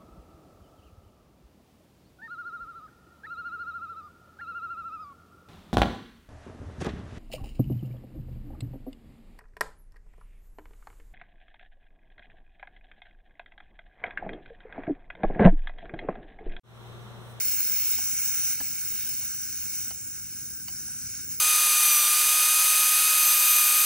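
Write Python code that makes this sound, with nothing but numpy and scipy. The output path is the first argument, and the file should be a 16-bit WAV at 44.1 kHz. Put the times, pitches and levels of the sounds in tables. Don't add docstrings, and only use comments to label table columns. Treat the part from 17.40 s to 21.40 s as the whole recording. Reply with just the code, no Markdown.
import sys
import numpy as np
from scipy import signal
from scipy.fft import rfft, irfft
from scipy.io import wavfile

SR = 44100
rng = np.random.default_rng(int(sys.argv[2]) if len(sys.argv) > 2 else 0)


def bounce(signal):
    frames = np.transpose(np.atleast_2d(signal))
    limited = np.clip(frames, -1, 1)
    pcm = np.round(limited * 32767).astype(np.int16)
    wavfile.write(sys.argv[1], SR, pcm)


N = 176400
FREQS = np.maximum(np.fft.rfftfreq(N, 1 / SR), 1)

# (frequency [Hz], coherence [0-1])
COHERENCE = [(60, .999), (150, .99), (280, 0.97), (550, 0.21), (1000, 0.6), (1300, 1), (2400, 1),
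             (3200, 0.96), (3450, 0.88), (4200, 0.94), (4800, 0.1), (6000, 1), (7700, 0.41), (9500, 1),
             (13600, 1), (14300, 0.98), (15600, 0.72)]
# (frequency [Hz], spectral density [dB])
RUMBLE_SPECTRUM = [(20, -106), (32, -94), (46, -80), (55, -80), (67, -73.5), (85, -81), (107, -74),
                   (135, -80), (158, -77.5), (185, -86.5), (210, -78), (260, -83.5), (350, -88.5),
                   (500, -100), (1000, -110), (3000, -116)]
# (time [s], level [dB], relative tick [dB], relative hollow ring [dB], knock pitch [Hz])
DETENTS = [(.582, -51, 3, -16, 1650), (.586, -50, -1, -16, 830), (.594, -53, 0, -15, 760),
           (1.202, -46, 1, -18, 1700), (1.205, -43, -6, -20, 1700), (1.212, -47, -4, -18, 820),
           (1.816, -57, -3, -14, 1050), (1.829, -59, -3, -14, 800), (1.842, -59, -3, -14, 700),
           (1.942, -53, 3, -18, 1320), (2.472, -54, 3, -22, 1450), (2.507, -48, 5, -14, 1340),
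           (2.513, -50, 0, -4, 780), (3.283, -53, 14, -12, 1000), (3.289, -56, 2, -14, 780),
           (3.484, -63, -2, -10, 800), (3.91, -58, 3, -20, 1550)]
# (frequency [Hz], relative level [dB], T60 [s])
KNOB_MODES = [(266, -5, .05), (444, -10, .04), (820, -4, .022), (1070, -9, .015), (1340, -7, .03),
              (2140, -3, .04)]
# (frequency
# [Hz], relative level [dB], T60 [s])
TICK_MODES = [(2990, -4.5, .07), (4580, -1, .06), (10500, 4, .01), (15500, 4, .012)]
# (time [s], low [dB], whistle [dB], treble [dB], top [dB])
REGISTER_GAINS = [(0.0, 6.5, -1.5, 3.5, 5), (0.2, 4, 0, 3.5, 6), (0.45, 5.5, 2.5, 1.5, 7),
                  (0.53, 4.5, -1, 4.5, 7), (0.565, 4, -4, 1.5, 3.5), (0.64, 2.5, 5, 3, 3),
                  (0.9, 2.5, 3.5, 3.5, 3.5), (1.12, 4, 7.5, 4, 4.5), (1.159, -0.3, -3, -1.6, -0.3),
                  (1.72, 0.9, -3, -0.2, 0.4), (1.98, -3.5, -0.5, -1.5, -4), (2.22, -1, -1.5, -2.5, -3),
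                  (2.36, -1.3, 0.5, -1.1, -1), (2.495, -2.5, -0.3, -2, -2.5),
                  (2.525, -7.5, -7.5, -4.5, -7.5), (3.0, -8, -6, -5.0, -9.5), (3.24, -10, -9, -6, -8),
                  (3.272, -6, -12, -7, -6), (3.34, -8, -5, -3, -9.5), (3.8, -5, -3, -2.5, -11.5),
                  (3.87, -9, -7.5, -6, -7), (3.92, -3.5, -1.5, -1, -3), (4.0, -11.5, -14, -8, -5)]
BAND_EDGES = [1900, 4900, 5700, 6300, 11700]
# (frequency [Hz], base spectral density [dB])
RUSH_SPECTRUM = [(200, -104), (500, -100.5), (900, -96.5), (1200, -100), (3000, -101), (15000, -104)]
# (centre [Hz], bandwidth [Hz], base spectral density [dB])
BORE_MODES = [(1529.0, 335.0, -79.0), (2249.0, 346.0, -78.0), (2777.0, 891.0, -84.0),
              (3712.0, 348.0, -83.0), (4352.0, 457.0, -81.0), (4771.0, 200.0, -84.0),
              (5319.0, 494.0, -71.0), (5978.0, 275.0, -64.5), (6591.0, 422.0, -69.7),
              (7305.0, 564.0, -73.0), (8148.0, 467.0, -70.5), (8921.0, 486.0, -70.0),
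              (9630.0, 489.0, -69.0), (10460.0, 653.0, -64.3), (11208.0, 547.0, -69.0),
              (11900.0, 260.0, -74.0), (12571.0, 497.0, -81.0), (13470.0, 655.0, -81.0),
              (14181.0, 293.0, -71.2), (14813.0, 391.0, -66.0), (15543.0, 314.0, -57.0)]
# (frequency [Hz], depth [dB])
HISS_NOTCHES = [(1110, 4), (1210, 9), (1890, 4), (3130, 6), (3450, 3), (3980, 7), (4620, 4.5), (5640, 3),
                (6290, 3), (6950, 3), (7740, 10), (8480, 7), (9220, 3.5), (10830, 1), (11650, 7),
                (12250, 10), (13030, 11), (13790, 9), (14450, 6), (15150, 3.5)]
# (frequency [Hz], lift [dB])
RIPPLE_PEAKS = [(2990, 4), (5140, 4), (5474, 4), (5939, 2.5), (5977, 3.5), (6534, 3.5), (7207, 3.5),
                (8050, 2), (8182, 2), (8925, 2.5), (9760, 2.5), (10550, 2.5), (10935, 4), (14644, 3),
                (14911, 3.5), (15183, 4.5), (15465, 3)]
# (frequency [Hz], left lead [rad])
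CHANNEL_PHASE = [(20, 0), (2600, 0), (3100, 1.4), (3250, .7), (3340, 1.3), (3420, 2.9), (3490, np.pi),
                 (3620, 1.2), (4000, 0), (4600, .3), (5300, 1.1), (6000, 1.4), (8000, 2.3), (9300, 2.85),
                 (10300, np.pi), (13500, np.pi), (14500, 3.75), (15600, 4.3)]
# (frequency [Hz], left over right [dB])
CHANNEL_BALANCE = [(60, 0), (180, .5), (380, 2.5), (800, 0.27), (2400, 0), (3440, -2.3), (5000, 1.2),
                   (7000, 0)]

RUMBLE_RISE_DB_PER_S = 1
REFLECTION_DB, ROOM_T60_S, WALL_CUT_HZ = -8.5, .27, 1400
KNOCK_DB, KNOCK_T60_S = 4, .035
CLACK_DB, CLACK_T60_S, CLACK_BAND_HZ = 6.5, .04, (550, 1700)
CRACK_DB, CRACK_T60_S, CRACK_LOW_HZ = 8, .009, 450
HOLLOW_HZ, HOLLOW_T60_S = 737, .16
MODE_SCATTER_DB = 1.5
NOTCH_WIDTH_HZ, RIPPLE_WIDTH_HZ = 52, 9.4
HISS_DB, RUSH_DB_PER_LOW_DB = -.5, 1.54
# (standard deviation [dB], corner frequency [Hz])
FLUTTER = (.44, 50)
FLICKER, WHISTLE_FLICKER, TOP_FLICKER = (1.45, 5.8), (.2, 140), (.8, 5.8)
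CUTOFF_HZ = 15750


def from_db(db):
    return 10 ** (np.asarray(db) / 20)


def at_hz(points, hz):
    f, value = np.transpose(points)
    return np.interp(np.log(hz), np.log(f), value)


def drift(spread, corner_hz):
    hz = np.fft.rfftfreq(4096, N / SR / 4096)
    slow = irfft(rfft(rng.standard_normal(4096)) / (1 + (hz / corner_hz) ** 2))
    return spread * np.interp(np.linspace(0, len(slow) - 1, N), np.arange(len(slow)), slow / slow.std())


def noise(density):
    coherence = np.clip(at_hz(COHERENCE, FREQS), 0, 1)
    shape = (2, len(FREQS))
    mid, side = (rng.standard_normal(shape) + 1j * rng.standard_normal(shape)) * np.sqrt(N * SR / 2) / 2
    spectrum = np.sqrt(1 + coherence) * mid + np.sqrt(1 - coherence) * side * [[1], [-1]]
    return irfft(density * spectrum, N)


def butterworth(x, hz, kind):
    return signal.sosfilt(signal.butter(2, hz, kind, fs=SR, output="sos"), x)


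def ring(impulses, hz, t60):
    r, w = from_db(-60 / (t60 * SR)), 2 * np.pi * hz / SR
    return signal.lfilter([0, np.sin(w)], [1, -2 * r * np.cos(w), r * r], impulses + 1e-18)


def burst(impulses, t60):
    envelope = signal.lfilter([1], [1, -from_db(-60 / (t60 * SR))], impulses + 1e-18)
    return envelope * rng.standard_normal(N)


def room_rumble():
    rise_db = RUMBLE_RISE_DB_PER_S * (np.arange(N) - N / 2) / SR
    return noise(from_db(at_hz(RUMBLE_SPECTRUM, FREQS))) * from_db(rise_db)


def room_reflections(x):
    t = np.arange(SR // 2) / SR
    tail = rng.standard_normal((2, len(t))) * from_db(-60 * t / ROOM_T60_S) * (t > .003)
    tail /= np.sqrt(np.sum(tail ** 2, axis=1, keepdims=True))
    tail = butterworth(tail, WALL_CUT_HZ, "low")
    return signal.fftconvolve(np.atleast_2d(x), tail, axes=1)[:, :N]


def knob_detents():
    times, db, tick_db, hollow_db, knock_hz = np.transpose(DETENTS)
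    onsets = (times * SR).astype(int)

    def impacts(levels_db):
        return np.bincount(onsets, from_db(levels_db), N)

    scatter_db = MODE_SCATTER_DB * rng.standard_normal((len(times), len(KNOB_MODES)))
    body = sum((-1) ** k * ring(impacts(db + level + scatter_db[:, k]), hz, t60)
               for k, (hz, level, t60) in enumerate(KNOB_MODES))
    knock = sum(ring(np.bincount([onset], [gain], N), hz, KNOCK_T60_S)
                for onset, gain, hz in zip(onsets, from_db(db + KNOCK_DB), knock_hz))
    clack = butterworth(burst(impacts(db + CLACK_DB), CLACK_T60_S), CLACK_BAND_HZ, "band")
    hollow = ring(impacts(db + hollow_db), HOLLOW_HZ, HOLLOW_T60_S)
    ticks = impacts(db + tick_db)
    sharp = sum(from_db(level) * ring(ticks, hz, t60) for hz, level, t60 in TICK_MODES)
    crack = from_db(CRACK_DB) * butterworth(burst(ticks, CRACK_T60_S), CRACK_LOW_HZ, "high")
    return body + knock + clack + hollow + sharp + crack


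def hiss_colour():
    cuts = sum(db * np.exp(-((FREQS - hz) / NOTCH_WIDTH_HZ) ** 2) for hz, db in HISS_NOTCHES)
    lifts = sum(db / (1 + ((FREQS - hz) / RIPPLE_WIDTH_HZ) ** 2) for hz, db in RIPPLE_PEAKS)
    return from_db(lifts - cuts)


def gas_jet():
    times, *gains_db = np.transpose(REGISTER_GAINS)
    low, whistle, treble, top = [np.interp(np.arange(N) / SR, times, db) for db in gains_db]
    bands = [(treble, FLICKER),
             (low, FLICKER), (treble, FLICKER), (whistle, WHISTLE_FLICKER),
             (treble, FLICKER), (top, TOP_FLICKER)]
    jet = from_db(RUSH_DB_PER_LOW_DB * low) * noise(from_db(at_hz(RUSH_SPECTRUM, FREQS)))
    for hz, width, db in BORE_MODES:
        register_db, flicker = bands[np.searchsorted(BAND_EDGES, hz)]
        resonance = 1 / (1 + (2 * (FREQS - hz) / width) ** 2)
        jet += from_db(db + register_db + drift(*flicker)) * noise(resonance)
    return jet * from_db(HISS_DB + drift(*FLUTTER))


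def scene():
    hiss = irfft(rfft(gas_jet()) * hiss_colour(), N)
    clicks = knob_detents()
    reflections = from_db(REFLECTION_DB) * room_reflections(clicks)
    return room_rumble() + reflections + clicks + hiss


def record(dry):
    split = np.array([[.5], [-.5]])
    phase_shift = np.exp(1j * split * at_hz(CHANNEL_PHASE, FREQS))
    balance = from_db(split * at_hz(CHANNEL_BALANCE, FREQS))
    low_pass = 1 / np.sqrt(1 + (FREQS / CUTOFF_HZ) ** 1500)
    return irfft(rfft(dry) * phase_shift * balance * low_pass, N)


dry = scene()
out = record(dry)
bounce(out)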